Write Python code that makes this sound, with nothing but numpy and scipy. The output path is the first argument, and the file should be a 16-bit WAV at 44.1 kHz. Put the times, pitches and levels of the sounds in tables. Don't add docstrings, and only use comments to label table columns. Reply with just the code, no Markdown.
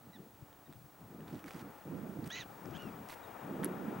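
import sys
import numpy as np
from scipy import signal
from scipy.fft import rfft, irfft
from scipy.io import wavfile
from scipy.ndimage import uniform_filter1d

SR = 44100
rng = np.random.default_rng(int(sys.argv[2]) if len(sys.argv) > 2 else 0)


def bounce(signal):
    frames = np.transpose(np.atleast_2d(signal))
    limited = np.clip(frames, -1, 1)
    pcm = np.round(limited * 32767).astype(np.int16)
    wavfile.write(sys.argv[1], SR, pcm)


def gain_from_decibels(decibels):
    exponent = np.asarray(decibels, float) / 20
    return 10 ** exponent


N = 176400
T = np.arange(N) / SR
HZ = np.fft.rfftfreq(N, 1 / SR)
HAND_PAN_DB = -4


def rms_one(x):
    return x / np.sqrt(np.mean(x ** 2) + 1e-20)


def at_hz(points, hz):
    points_hz, points_db = np.transpose(points)
    return np.interp(np.log(hz + 1e-9), np.log(points_hz), points_db)


def at_time(points):
    return np.interp(T, *np.transpose(points))


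def colour(x, spectrum):
    return irfft(rfft(x) * gain_from_decibels(at_hz(spectrum, HZ)), N)


def drift(rate_hz):
    r = np.exp(-2 * np.pi * rate_hz / SR)
    white = rng.standard_normal(N + SR)
    return rms_one(signal.lfilter([1], [1, -2 * r, r * r], white)[SR:])


def turns(hz):
    return 2 * np.pi * np.cumsum(hz) / SR


def pan(db):
    return gain_from_decibels(np.array([[.5], [-.5]]) * db)


def swell(start, length, edge):
    return np.clip(np.minimum(T - start, start + length + edge - T) / edge, 0, 1) ** 2


# pitch_hz, level_db (per Hz)
RASP = [(1400, -50), (2000, -8), (2600, 2), (3400, -12), (4200, -21), (5500, -30), (7000, -36)]


def voice(path, throat, hiss_db):
    jitter, wobble_hz, flutter_hz, rasp_db = .032, 250, 700, -1.5
    start_s = path[0][0]
    end_s = path[-1][0]
    s, *columns = np.transpose(path)
    hz, db, rough = (np.interp(T, s, column) for column in columns)
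    phase = turns(hz * (1 + jitter * np.sqrt(rough) * drift(wobble_hz)))

    tone = power = 0
    for k in np.arange(2, 10) / 2:
        shake = .55 * (k * k / 2 + .5) * rough
        share = gain_from_decibels(-9) * rough ** 0.37 if k % 1 else 1
        strength = share * gain_from_decibels(at_hz(throat, k * hz))
        flutter = (1 + np.sqrt(shake) * drift(flutter_hz)) / np.sqrt(1 + shake)
        tone = tone + strength * np.sin(k * phase) * flutter
        power = power + strength ** 2 / 2
    tone = tone / np.sqrt(power)

    rasp = rms_one(colour(rng.standard_normal(N) * gain_from_decibels(1.3 * drift(flutter_hz)), RASP))
    rasp = rasp / np.sqrt(uniform_filter1d(rasp ** 2, size=130))

    over_pitch, width_hz = 3.25, 620
    breath = colour(drift(width_hz), [(width_hz, 0), (2 * width_hz, -30)])
    hiss = gain_from_decibels(hiss_db) * rough ** 0.1 * np.sin(over_pitch * phase) * breath
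    hiss = hiss * gain_from_decibels(at_hz(throat, over_pitch * hz) + 10.5)

    mix = np.sqrt(1 - rough / 2) * tone + rough * gain_from_decibels(rasp_db) * rasp + hiss
    mix = mix * gain_from_decibels(db) * (T > start_s) * (T < end_s)
    throat_top = signal.cheby1(10, 1, 7000, fs=SR, output="sos")
    return signal.sosfilt(throat_top, mix + 1e-18)


# time_s, pitch_hz, level_db, roughness (0-1)
BARK = [
    (2.296, 1450, -64, .05),
    (2.305, 1600, -46, .08),
    (2.325, 1930, -46.5, .1),
    (2.347, 1965, -45.5, .12),
    (2.356, 2000, -45.5, .9),
    (2.383, 2060, -44.5, .75),
    (2.412, 1910, -47.5, .3),
    (2.431, 1600, -51, .3),
    (2.443, 1260, -64, .4),
]
# pitch_hz, level_db
BARK_THROAT = [(1300, 2), (1700, 1), (2100, 2), (3000, 5.5), (3800, 4), (5000, -22), (6300, -7),
               (7000, -19)]


def bark():
    return voice(BARK, BARK_THROAT, -7)


# time_s, pitch_hz, level_db, roughness (0-1)
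WHEEZE = [
    (2.722, 1150, -72, .5),
    (2.748, 1530, -56, .4),
    (2.769, 1660, -52, .45),
    (2.774, 1600, -68, .6),
    (2.779, 1410, -57, .18),
    (2.812, 1460, -55, .04),
    (2.86, 1370, -60.5, .07),
    (2.895, 1270, -62.5, .07),
    (2.904, 1240, -76, .08),
]
# pitch_hz, level_db
WHEEZE_THROAT = [(1500, -5), (3300, 0), (3900, -22), (4300, -18), (4900, -20), (5400, -12), (5850, -22),
                 (6400, -7), (7000, -25)]


def wheeze():
    return voice(WHEEZE, WHEEZE_THROAT, -20)


# start_s, length_s, top_pitch_hz, level_db, second_over_first_db
YIPS = [
    (0.126, 0.051, 1980, -64, 1.5),
    (0.652, .03, 1910, -70, 1),
    (3.227, 0.035, 1910, -71.5, 8),
]


def yips():
    peak_share, rise, fall_per_s, edge_s = .3, .11, 4, .007
    out = 0
    for s, length, hz, db, second_db in YIPS:
        x = np.clip((T - s) / length, 0, 1) - peak_share
        before = rise * (x / peak_share) ** 2
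        after = fall_per_s * (length / 0.051) ** 2 * x * length
        sag = np.where(x < 0, before, after) + 0.0164 * drift(226)
        phase = turns(hz * (1 - sag))
        tone = np.sin(phase) + gain_from_decibels(second_db) * np.sin(2 * phase) + gain_from_decibels(-14) * np.sin(3 * phase)
        out = out + gain_from_decibels(db) * tone * swell(s, length - edge_s, edge_s)
    return out


# start_s, length_s, level_db, deep_band_db
GUSTS = [(0.038, 0.097, -61.5, 6), (0.168, 0.13, -54, -2), (0.425, 0.03, -61, 17.5),
         (0.692, 0.035, -51.5, 9.5), (0.759, 0.13, -77, 22.5), (1.022, 0.081, -62.5, 14.5),
         (1.119, 0.11, -51.5, 2), (1.198, 0.14, -54, 8), (1.34, 0.052, -44, 4.5), (1.453, 0.047, -50, 0),
         (1.57, 0.011, -38.5, 1), (1.59, 0.134, -51, 1.5), (1.872, 0.22, -43.5, 1), (2.09, 0.12, -46, -2.5),
         (2.196, 0.11, -46.5, 5), (2.34, 0.31, -60.5, 7), (2.65, 0.072, -48, 7.5),
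         (2.724, 0.085, -49.5, 4.5), (2.837, 0.097, -46, 0.5), (2.937, 0.13, -50, 3), (3.444, 0.04, -46, 1),
         (3.494, 0.12, -39.5, -6), (3.616, 0.11, -36.5, -23), (3.722, 0.25, -41, -7.5),
         (3.978, 0.042, -40.5, -0.5)]
# pitch_hz, level_db (per Hz)
WIND = [(25, -47), (90, -10.5), (170, 0.5), (300, -2.5), (480, -11.5), (700, -20.5)]
# time_s, left_minus_right_db
WIND_SIDE = [(0, 3.5), (1, 3), (1.45, -0.5), (2.2, -3), (2.7, 3.5), (4, -2.5)]


def wind():
    edge_s, deep_hz, lump_db, lumps_per_s = .042, 147.4, 4.5, 43
    shapes = [swell(s - edge_s, length + edge_s / 3, edge_s) for s, length, _, _ in GUSTS]
    _, _, db, deep_db = np.transpose(GUSTS)
    shared_air, *own_air = rng.standard_normal((3, N))
    air = rms_one(colour(shared_air + gain_from_decibels(-15) * np.array(own_air), WIND + [(1000, -58)]))
    deep = colour(air, [(deep_hz / 1.13, 0), (deep_hz * 4.4, -40)])
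    upper = air - deep

    shared = drift(lumps_per_s)
    deep_lumps, upper_lumps = (gain_from_decibels(lump_db * (0.23 * shared + 0.46 * drift(lumps_per_s)) - 1.5)
                               for _ in range(2))
    deep_gusts = gain_from_decibels(db + deep_db) @ shapes * deep * deep_lumps
    upper_gusts = gain_from_decibels(db) @ shapes * upper * upper_lumps
    side_db = at_time(WIND_SIDE) + 3 * drift(3.4)
    return pan(side_db) * (deep_gusts + upper_gusts)


def struck(hits, side_db, shell_db):
    length = 500
    out = np.zeros((2, N + length))
    t = np.arange(length) / SR
    for s, db, hz in hits:
        decay = gain_from_decibels(-60 * t * hz / (4 + hz / 900))
        ring = np.sin(2 * np.pi * hz * t) * decay * np.minimum(t * hz / 3.0, 1)
        snap = gain_from_decibels(-15) * rng.standard_normal(length) * np.exp(-t / 0.00081)
        knock = gain_from_decibels(4) * np.sin(2 * np.pi * 1530 * t) * np.exp(-t / 0.00025)
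        start = int(s * SR)
        hit = 2.57 * ring + gain_from_decibels(shell_db) * (snap + knock)
        out[:, start:start + length] += gain_from_decibels(db) * pan(side_db) * hit
    return out[:, :N]


# start_s, peak_db, ring_hz
TICKS = [(.529, -48, 3300), (.7265, -47.5, 3620), (.7265, -52, 8400), (.735, -51, 3400), (.735, -54, 8600),
         (1.206, -45, 2780), (1.281, -43.5, 3470), (1.355, -44, 3500), (1.442, -37, 2280),
         (1.481, -45, 1830), (1.4815, -40, 4500), (1.4842, -40, 2000), (1.487, -41, 1700),
         (1.508, -35, 2270), (1.545, -44, 5040), (1.705, -49, 11900), (2.242, -42, 4250),
         (2.2455, -44, 4500), (2.271, -52, 9500), (2.305, -47, 8200), (2.305, -45, 12300),
         (2.401, -53.5, 11000), (2.412, -51, 9000), (2.424, -49, 8400), (2.657, -41.5, 5540),
         (2.833, -55, 4530), (3.0975, -38, 1870), (3.1015, -47, 2200), (3.137, -54, 13500),
         (2.777, -47, 7800), (3.088, -52, 6960), (3.098, -47, 10500), (3.1035, -36.5, 3800),
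         (3.123, -42, 13000), (3.128, -38, 1980), (3.633, -33, 3180), (3.6376, -29.5, 1760),
         (3.6555, -36, 9100)]


def ticks():
    return struck(TICKS, HAND_PAN_DB, 0)


# delay_s, level_db
LATCH_BOUNCES = [
    (0, 1.5),
    (.002, -13),
    (.0045, -21),
]


def latch():
    hits = [(3.6455 + delay, -19 + db, 10700) for delay, db in LATCH_BOUNCES]
    return struck(hits, 4.5, -12)


# start_s, peak_db, dulled_above_hz
SNAPS = [(1.28, -56, 8000), (1.33, -51, 6000), (1.346, -50, 6000), (1.393, -50.5, 4000), (1.442, -48, 6000),
         (1.461, -50, 8000), (1.4925, -50, 7000), (1.5098, -46, 6000), (1.517, -51, 9000),
         (1.535, -45, 11000), (1.545, -51, 10000), (1.563, -48, 9000), (1.594, -47, 6000),
         (3.0997, -44, 14000), (2.658, -49, 7000), (2.242, -50, 14000), (2.2757, -38.5, 15000),
         (2.28, -47, 12000), (2.71, -48.5, 8000), (2.822, -45.5, 8000), (3.088, -40, 11000),
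         (3.109, -56, 14000), (3.119, -56, 13000), (3.1223, -45, 9000), (3.147, -48, 13000)]


def snaps():
    rebound_s, rebound_share, length = .000375, .6, 200
    out = np.zeros(N)
    for s, db, hz in SNAPS:
        click = np.zeros(length)
        click[0] = 1
        click[int(rebound_s * SR)] = rebound_share
        band = signal.butter(2, [1800, min(hz, 18000)], "band", fs=SR, output="sos")
        click = signal.sosfilt(band, click)
        start = int(s * SR)
        out[start:start + length] += gain_from_decibels(db) * click / np.abs(click).max()
    return out


# start_s, length_s, level_db
RUSTLES = [
    (1.28, 0.11, -66.5),
    (1.463, 0.061, -61.5),
    (1.547, 0.06, -60.5),
    (2.258, 0.013, -57),
    (3.092, 0.043, -56.5),
    (3.639, 0.02, -54),
]
# pitch_hz, level_db
RUSTLE = [(900, 7), (2000, 4), (5000, -5), (16000, -9.5)]


def rustle():
    sizes = gain_from_decibels(3 * np.minimum(rng.exponential(1, N), 4)) * rng.choice([-1, 1], N)
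    grains_per_s = 7000 * gain_from_decibels(3 * drift(60))
    grains = sizes * (rng.random(N) < grains_per_s / SR)
    level = sum(gain_from_decibels(db) * swell(s - length / 4, length * 1.41, length / 4) for s, length, db in RUSTLES)
    return level * rms_one(colour(grains, [(400, -30)] + RUSTLE))


# time_s, level_db
APPROACH = [
    (0, -63),
    (.9, -62.5),
    (1.5, -54.5),
    (2.2, -52.5),
    (3.4, -48),
    (4, -46),
]
# pitch_hz, level_db (per Hz)
ROAR = [(60, -22.5), (300, -5.5), (550, 0), (850, 2), (1350, -4), (2200, -15.5), (3800, -26.5), (4600, -62)]
# pitch_hz, level_db
ROAR_SHADOW = [(350, -1), (650, -17.5), (900, -20.5), (1250, -9.5), (2400, -3.5), (4000, -3)]


def vehicle():
    echo_lag_s, echo_share, echo_turn = 0.00193, 0.12, 2.86
    white = rng.standard_normal(N)
    comb = 1 + echo_share * np.exp(1j * (echo_turn + 2 * np.pi * HZ * echo_lag_s))
    left = rms_one(colour(irfft(rfft(white) * comb, N), ROAR))
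    shadow = np.interp(T, [0, 2.8], [0.37, 1])
    right = shadow * colour(left, ROAR_SHADOW) + (1 - shadow) * left
    return gain_from_decibels(at_time(APPROACH) + drift(2.46)) * np.array([left, right])


# pitch_hz, level_db
FIELD = [(25, -15.5), (100, 4.5), (300, -1), (500, -6), (900, -15), (2200, -18), (4500, -19.5),
         (16000, -21.5)]
# pitch_hz, likeness (0-1)
LIKENESS = [(30, 0.49), (400, 0.84), (1500, 0.94), (8000, 0.78), (11500, 0.97), (12500, 1)]


def field():
    alike = np.clip(at_hz(LIKENESS, HZ), 0, 1)
    mid, side = rfft(colour(rng.standard_normal((2, N)), FIELD))
    mid = np.sqrt(1 + alike) * mid
    side = np.sqrt(1 - alike) * side
    return gain_from_decibels(-62.5) * rms_one(irfft(np.array([mid + side, mid - side]), N))


def hum():
    tone = np.sin(turns(296.6 + 6 * drift(3.58)))
    return tone * gain_from_decibels(-68.5 + 1.6 * drift(14.0)) * swell(-0.82, 3.12, 0.27)


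def whine():
    line_hz, field_rate_hz, blank_share = 15734.3, 59.94, .1
    blank = (T * field_rate_hz % 1) < blank_share
    return gain_from_decibels(-62.5) * np.sin(2 * np.pi * line_hz * T) * (1 - gain_from_decibels(-22.5) / blank_share * blank)


# time_s, gain_db
CAMERA_GAIN = [
    (1, -1),
    (2.5, 2.5),
]


def scene():
    dogs = (bark() + wheeze() + yips()) * pan(-3)
    hands = ticks() + latch() + (rustle() + snaps()) * pan(HAND_PAN_DB)
    steady = (field() + hum() + whine()) * gain_from_decibels(at_time(CAMERA_GAIN))
    return dogs + wind() + hands + vehicle() + steady


def roll_off(x):
    return signal.sosfilt(signal.butter(12, 17550, fs=SR, output="sos"), x)


def record(dry):
    top_cut = signal.cheby2(12, 60, 17100, fs=SR, output="sos")
    mix = signal.sosfilt(top_cut, dry)
    return roll_off(mix)


dry = scene()
out = record(dry)
bounce(out)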